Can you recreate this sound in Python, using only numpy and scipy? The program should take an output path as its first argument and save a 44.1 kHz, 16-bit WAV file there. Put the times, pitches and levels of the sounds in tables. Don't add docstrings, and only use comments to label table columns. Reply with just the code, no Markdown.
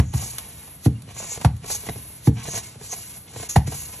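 import sys
import numpy as np
from scipy import signal
from scipy.fft import rfft, irfft, next_fast_len
from scipy.io import wavfile
from scipy.ndimage import minimum_filter1d, map_coordinates

SR = 44100
rng = np.random.default_rng(int(sys.argv[2]) if len(sys.argv) > 2 else 0)


def bounce(signal):
    frames = np.transpose(np.atleast_2d(signal))
    limited = np.clip(frames, -1, 1)
    pcm = np.round(limited * 32767).astype(np.int16)
    wavfile.write(sys.argv[1], SR, pcm)


N = 176400
T = np.arange(N) / SR

# t/s, rush level/dB, rub level/dB
STROKES = [
    [(0.11, -92, -82), (0.136, -41, -46.5), (0.232, -32.5, -49.5), (0.376, -44.5, -53), (0.384, -55, -44),
     (0.404, -42, -51), (0.444, -48.5, -54.5), (0.656, -52, -57.5), (0.81, -71, -71)],
    [(1.05, -79, -74), (1.11, -48, -48), (1.132, -54, -58), (1.184, -37, -46.5), (1.256, -39, -48.5),
     (1.33, -36.5, -47), (1.394, -43.5, -56), (1.42, -45, -46), (1.435, -40, -58)],
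    [(1.61, -74, -73), (1.636, -48.5, -53), (1.712, -29.5, -44.5), (1.752, -27, -48), (1.778, -39, -51.5),
     (1.848, -44, -55.5), (1.874, -37, -42.5), (1.884, -49, -50), (1.94, -48.5, -54), (2.21, -55, -63.5)],
    [(2.34, -52, -71), (2.372, -49.5, -46), (2.48, -34, -47), (2.518, -37.5, -48.5), (2.574, -30.5, -37.5),
     (2.622, -45.5, -55.5), (2.638, -40, -50.5), (2.686, -43, -53.5), (2.77, -60, -64.5)],
    [(2.79, -54, -64), (2.826, -43, -55), (2.866, -38.5, -53), (2.88, -43, -60), (2.934, -33.5, -44.5),
     (2.956, -41, -52.5), (3.176, -47.5, -58), (3.222, -58, -85), (3.25, -60, -78)],
    [(3.28, -57, -54.5), (3.3, -48.5, -62), (3.318, -49, -56.5), (3.41, -37.5, -48.5), (3.448, -39, -50),
     (3.472, -42, -53), (3.48, -61, -58)],
    [(3.655, -65, -62), (3.673, -34, -44), (3.697, -40, -51), (3.727, -35.5, -47), (3.781, -37, -51),
     (3.919, -46.5, -57.5), (3.931, -38, -48), (3.953, -45, -53.5), (4.0, -46, -54.5)],
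]
# f/Hz, level/dB
COLUMN_MODES = [(440, -12), (690, -8.5), (1060, -8.5), (1530, -12.5), (1850, -13.5), (2230, -7),
                (2830, -6.5), (3880, -9.5)]
# start/s, end/s, level/dB
DOWNSTROKES = [(0.121, 0.825, -39), (1.675, 2.223, -38), (2.9, 3.287, -40), (3.693, 4.083, -38)]
# peak t/s, 20 dB rise/s, t60/s, level/dB
SPURTS = [(0.856, 0.038, 0.086, -31), (2.27, 0.05, 0.082, -30.5), (3.492, .003, 0.48, -29.5)]
# t/s, level/dB
VALVE_TICKS = [(.383, -18.5), (1.02, -35.5), (1.565, -35), (1.412, -29.5), (1.446, -26), (3.559, -16)]
# peak t/s, rise sigma/s, fade sigma/s, f/Hz, level/dB
WHISTLES = [(.24, 0.11, 0.08, 6700, -41.5), (1.19, 0.022, 0.088, 6930, -38),
            (1.312, 0.017, 0.031, 6900, -32.5), (1.753, 0.037, 0.0086, 6600, -30),
            (2.565, .06, 0.025, 6480, -33.5), (2.93, 0.023, 0.012, 6500, -32.5),
            (3.41, 0.027, 0.019, 7400, -42.5), (3.494, 0.0031, 0.036, 6630, -31),
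            (3.79, 0.046, 0.051, 6700, -41)]
# t/s, level/dB, floor tilt/(dB/octave)
THUMPS = [(0.139, -7.5, -5.5), (.859, 0.5, 2), (2.272, 1.5, 2)]
# t/s, floor level/dB, floor tilt/(dB/octave), barrel level/dB
CLACKS = [(-.016, -0.5, 0.5, 4.5), (1.447, -1, 0.5, -2), (3.562, -0.5, 0.6, -1.5)]
# t/s, level/dB, ring f/Hz, floor level/dB
KNOCKS = [(0.223, -26.5, 754, -27.5), (1.076, -43, 455, -31), (1.201, -28.5, 664, -53),
          (1.316, -31, 470, -50), (1.373, -25.5, 454, -52), (1.411, -29, 651, -40),
          (1.641, -29.5, 405, -31), (1.658, -36, 445, -46), (1.708, -31, 610, -51.5),
          (1.865, -28.5, 460, -28), (1.892, -20.5, 454, -21.5), (1.957, -29.5, 398, -25.5),
          (1.985, -35.5, 450, -34), (2.476, -27.5, 640, -27), (2.484, -24.5, 464, -37),
          (2.54, -23, 675, -44), (2.558, -25.5, 470, -26.5), (2.756, -40, 450, -32), (2.811, -30, 425, -39),
          (2.926, -25.5, 480, -41), (3.36, -26, 470, -27.5), (3.396, -28.5, 433, -26),
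          (3.429, -27.5, 452, -46), (3.674, -28, 470, -13.5), (3.724, -36, 770, -29.5)]
# t/s, level/dB, ring f/Hz
RAPS = [(.138, -26, 800), (1.888, -23.5, 2080), (3.559, -17, 1893), (3.723, -25.5, 790)]
# f/Hz, t60/s, thump or knock level/dB, clack level/dB
BOARD_MODES = [(72.6, 0.17, -10, -4.5), (83.4, 0.28, -33, -13.5), (122.54, 0.14, -3.5, -3),
               (139.8, 0.093, -4.5, -1.5), (173.5, 0.33, -24.5, -23.5), (212.1, 0.2, -20, -21.5),
               (259.7, 0.098, -12.5, -23.5), (300.2, 0.127, -17, -27.5), (401, 0.21, -37, -43),
               (446, .2, -31, -62), (492, 0.12, -32.5, -28.5), (699, 0.032, -36, -12.5),
               (764, 0.022, -23, -6), (876, .04, -34.5, -28), (1110, 0.034, -52, -21),
               (1404, 0.03, -66, -24), (1745, 0.052, -67, -30)]
# f/Hz, level/dB
RUSH_SPECTRUM = [(1500, -37), (4000, -6), (5200, -2.5), (6900, 1.5), (8000, 2.5), (9300, 1.5), (10600, 3.5),
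                 (11600, -4.5), (13000, -15), (15000, -50)]
RUB_SPECTRUM = [(300, -10.5), (470, 11.5), (570, -22), (720, -4), (900, 8), (1080, 1), (1500, -1.5),
                (2400, 6.5), (3400, 3), (4400, -7), (6000, 2.5), (12000, -52)]
VALVE_SPECTRUM = [(5000, -30), (8300, -10), (9400, 2), (10200, 8), (10900, 10), (11400, 6.5), (12200, -1.5),
                  (13200, -13.5), (15000, -40)]
SPURT_SPECTRUM = [(1500, -8), (4800, -3), (6200, 0.5), (7800, -1.5), (9200, -1), (11000, 10), (12500, -8),
                  (15000, -24)]
BARREL_SPECTRUM = [(150, 3), (370, -8), (470, 0), (570, -5), (680, 2.5), (850, -2), (1300, -11),
                   (1900, -9.5), (3000, -17), (7000, -18.5), (11000, -12), (14000, -64)]
RUMBLE_SPECTRUM = [(20, -71), (45, -8), (70, -5), (120, -3.5), (200, -12), (400, -22), (1000, -27.5),
                   (3000, -30.5), (6500, -33), (10500, -21.5), (14000, -62)]
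# f/Hz, t60/s
ROOM_T60 = [(70, 0.88), (150, 0.51), (400, 0.17), (2000, 0.29), (10000, 0.13)]
# f/Hz, phase/rad
PORT_PHASE = [(400, 0), (750, -.45), (1100, .1), (1900, 0), (2800, 1.2), (3600, .3), (4300, 1.5),
              (4850, 3.1), (5650, 6.1), (6100, 6.4), (7000, 7.3), (8800, 9.3), (9400, 9.55), (10000, 10.1),
              (11200, 11.3), (11900, 12.5)]
# f/Hz, level/dB
PORT_BALANCE = [(100, 0.65), (350, -2.9), (600, 2.5), (850, -7), (1200, 5), (2000, -3), (3100, 1.5),
                (4500, -0.5), (5500, -0.5)]
# f/Hz, level/dB
PORT_SCATTER = [(100, -34.5), (700, -3), (1700, -23), (2800, -7), (4400, 0), (6000, -32), (12000, -70)]


def barrel_air(rush_trim_db=1.5, rub_trim_db=3, flutter_db=1.9, edge_s=0.015):
    rush, rub, travel = np.zeros((3, N))
    for stroke in STROKES:
        times, rush_db, rub_db = np.transpose(stroke)
        gate = np.clip(1 + np.minimum(T - times[0], times[-1] - T) / edge_s, 0, 1)
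        rush += gate * amp(np.interp(T, times, rush_db) + rush_trim_db)
        rub += gate * amp(np.interp(T, times, rub_db) + rub_trim_db)
        travel = np.where(T >= times[0], np.interp(T, times[[0, -1]], [-.5, .5]), travel)
    column = rub * air_column(travel)
    flow = rush * amp(flutter_db * wobble(110)) * noise(RUSH_SPECTRUM)
    return column + barrel_echoes(flow + rub * seal_rub())


def air_column(travel, trim_db=-3.5, width_hz=35, sag=0.1):
    rad_per_hz = 2 * np.pi * np.cumsum(1 - sag * travel) / SR
    out = np.zeros(N)
    for hz, db in COLUMN_MODES:
        phase = hz * rad_per_hz
        out += amp(db + trim_db) * (wobble(width_hz) * np.sin(phase) + wobble(width_hz) * np.cos(phase))
    return out


def seal_rub(catches_per_s=39, catch_t60_s=0.03, catch_trim_db=3):
    friction = amp(1.25 * wobble(40.8)) * noise(RUB_SPECTRUM)
    kicks = (rng.random(N) < catches_per_s / SR) * rng.uniform(1.0, 2.63, N)
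    catches = signal.lfilter([1], [1, -amp(-60 / (catch_t60_s * SR))], kicks)
    return friction + amp(catch_trim_db) * catches * noise(BARREL_SPECTRUM)


def barrel_echoes(x, max_delay_s=0.014, echo_db=-6.5, changes_per_s=3.93):
    out, place = np.zeros_like(x), T * changes_per_s
    for k in range(int(place[-1]) + 2):
        delays_s, gains = rng.uniform(.001, max_delay_s, size=10), rng.standard_normal(size=10)
        echoes = np.bincount((delays_s * SR).astype(int), gains * amp(echo_db) / np.linalg.norm(gains))
        echoes[0] = 1
        echoes /= np.linalg.norm(echoes)
        near = np.abs(place - k) < 1
        if near.any():
            part = x[:, near] * (1 - np.abs(place[near] - k))
            out[:, near] += signal.fftconvolve(part, echoes[None], axes=1)[:, :near.sum()]
    return out


def valve(rise_s=0.032, fall_s=0.071, sag_db_per_s=9, tick_t60_s=0.024, flutter_db=1.64):
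    flow, spurts = np.zeros((2, N))
    for start, end, db in DOWNSTROKES:
        gate = np.clip((T - start) / rise_s, 0, 1) * np.clip((end - T) / fall_s, 0, 1)
        flow += gate * amp(db - sag_db_per_s * (T - start))
    for s, swell_s, t60_s, db in SPURTS:
        spurts += amp(db - 20 * np.maximum(s - T, 0) / swell_s - 60 * np.maximum(T - s, 0) / t60_s)
    ticks = sum(amp(db) * burst(s, 0.00045, tick_t60_s) for s, db in VALVE_TICKS)
    flutter = amp(flutter_db * wobble(55))
    return flutter * (flow * noise(VALVE_SPECTRUM) + (spurts + ticks) * noise(SPURT_SPECTRUM))


def whistles(half_width_hz=610, flutter_db=2.5):
    out = np.zeros(N)
    for s, rise_s, fade_s, peak_hz, db in WHISTLES:
        white = rng.standard_normal(N)
        band = filtered(white, lambda hz: 1 / (1 + ((hz - peak_hz) / half_width_hz) ** 2))
        swell = np.exp(-((T - s) / np.where(T < s, rise_s, fade_s)) ** 2 / 2)
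        out += amp(db) * swell * band / band.std()
    return out * amp(flutter_db * wobble(80))


def seal_squeak(at_s=0.963, length_s=0.04, pitch_hz=2780, level_db=-52):
    swell = np.exp(-(2 * (T - at_s) / length_s) ** 2)
    return amp(level_db) * swell * np.sin(2 * np.pi * pitch_hz * T + wobble(200))


def barrel_rattle(clack_trim_db=-12.5, thump_trim_db=-25, t60_s=0.065):
    clacks = sum(amp(db + clack_trim_db) * burst(s, 0.00037, t60_s) for s, _, _, db in CLACKS)
    thumps = sum(amp(db + thump_trim_db) * burst(s, 0.00016, t60_s) for s, db, _ in THUMPS)
    return (clacks + thumps) * noise(BARREL_SPECTRUM)


def rod_knocks(rise_s=0.0023, rattle_t60_s=0.031, ring_t60_s=0.043):
    out, rattle = np.zeros(N), noise(BARREL_SPECTRUM)
    for s, db, hz, _ in KNOCKS:
        ring = amp(db - 1.5) * burst(s, rise_s, ring_t60_s) * np.sin(2 * np.pi * hz * (T - s))
        out = out + ring + amp(db + 0.5) * burst(s, rise_s, rattle_t60_s) * rattle
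    return out


def rod_raps(rise_s=0.00021, t60_s=0.035, ring_db=-4):
    out, crack = np.zeros((2, N)), noise(BARREL_SPECTRUM)
    for s, db, hz in RAPS:
        ring = amp(ring_db) * np.sin(2 * np.pi * hz * (T - s))
        out += amp(db) * burst(s, rise_s, t60_s) * (crack + ring)
    return out


def floorboards(rise_cycles=1.1, rattle_per_s=90, rattle_rad_per_khz=1.16, spread_db=0.61):
    blows = [(s, db, tilt, True) for s, db, tilt, _ in CLACKS]
    blows += [(s, db, tilt, False) for s, db, tilt in THUMPS]
    blows += [(s, db, 0, False) for s, _, _, db in KNOCKS]
    out, t = np.zeros(N + 2 * SR), np.arange(SR // 4) / SR
    pivot_hz = BOARD_MODES[2][0]
    for s, db, tilt, hard in blows:
        for hz, t60_s, soft_db, hard_db in BOARD_MODES:
            level_db = db + (hard_db if hard else soft_db) + tilt * np.log2(hz / pivot_hz)
            level_db += rng.normal(0, spread_db)
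            age_s = t - rise_cycles / hz / 2
            swell = 1 - np.exp(-(t * hz / rise_cycles) ** 3)
            envelope = swell * amp(level_db - 60 * age_s / t60_s)
            rattle_rad = rattle_rad_per_khz * hz / 1000 * wobble(rattle_per_s, t)
            out[SR + round(s * SR):][:len(t)] += envelope * np.sin(2 * np.pi * hz * t + rattle_rad)
    return out[SR:SR + N]


def room(x, level_db=-18.5):
    hz, t, bins = signal.stft(rng.standard_normal(SR), SR, nperseg=256)
    decay = amp(-60 * t / along(ROOM_T60, hz)[:, None])
    tail = signal.istft(bins * decay, SR, nperseg=256)[1]
    tail = np.pad(tail / np.linalg.norm(tail), (SR // 60, 0))
    return amp(level_db) * signal.fftconvolve(x, tail[None], axes=1)[:, :N]


def rumble(level_db=-46):
    return amp(level_db) * noise(RUMBLE_SPECTRUM)


def gain_control(x, threshold_db=-8.5, slope=0.42, hold_s=0.081, smooth_s=0.096):
    peak_db = 20 * np.log10(np.abs(x).max(axis=0) + 1e-9)
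    gain_db = np.minimum(0, slope * (threshold_db - peak_db))
    hold = int(hold_s * SR)
    held_db = minimum_filter1d(gain_db, hold, origin=(hold - 1) // 2)
    pole = np.exp(-1 / (smooth_s * SR))
    return x * amp(signal.lfilter([1 - pole], [1, -pole], held_db))


def amp(db):
    return 10 ** (np.asarray(db) / 20)


def along(points, hz):
    f, value = np.transpose(points)
    return np.interp(np.log(hz + 1), np.log(f + 1), value)


def filtered(x, response):
    size = next_fast_len(N + SR // 2)
    return irfft(rfft(x, size) * response(np.fft.rfftfreq(size, 1 / SR)), size)[..., :N]


def noise(spectrum):
    mid = rng.standard_normal(N)
    side = filtered(rng.standard_normal(N), lambda hz: amp(along(PORT_SCATTER, hz)))
    x = filtered(np.array([mid + side, mid - side]), lambda hz: amp(along(spectrum, hz)))
    return x / x.std()


def wobble(knots_per_s, t=T):
    return map_coordinates(rng.standard_normal(int(len(t) * knots_per_s / SR) + 4), [t * knots_per_s])


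def burst(start_s, rise_s, t60_s):
    out, live = np.zeros(N), (T > start_s) & (T < start_s + 2 * t60_s)
    t = T[live] - start_s
    out[live] = (1 - np.exp(-(t / rise_s) ** 2)) * amp(-60 * t / t60_s)
    return out


def scene():
    hits = barrel_rattle() + floorboards() + rod_raps()
    air = barrel_air() + barrel_echoes(valve()) + whistles()
    hits += rod_knocks()
    return air + seal_squeak() + hits + room(hits) + rumble()


def record(dry, low_cut_hz=47, top_hz=15200):
    sides = np.array([[0.5], [-0.5]])
    ports = filtered(dry, lambda hz: np.exp(1j * sides * along(PORT_PHASE, hz))
                     * amp(sides * along(PORT_BALANCE, hz)))
    ports = signal.sosfilt(signal.butter(3, low_cut_hz, "high", fs=SR, output="sos"), ports)
    return filtered(gain_control(ports), lambda hz: hz < top_hz)


dry = scene()
out = record(dry)
bounce(out)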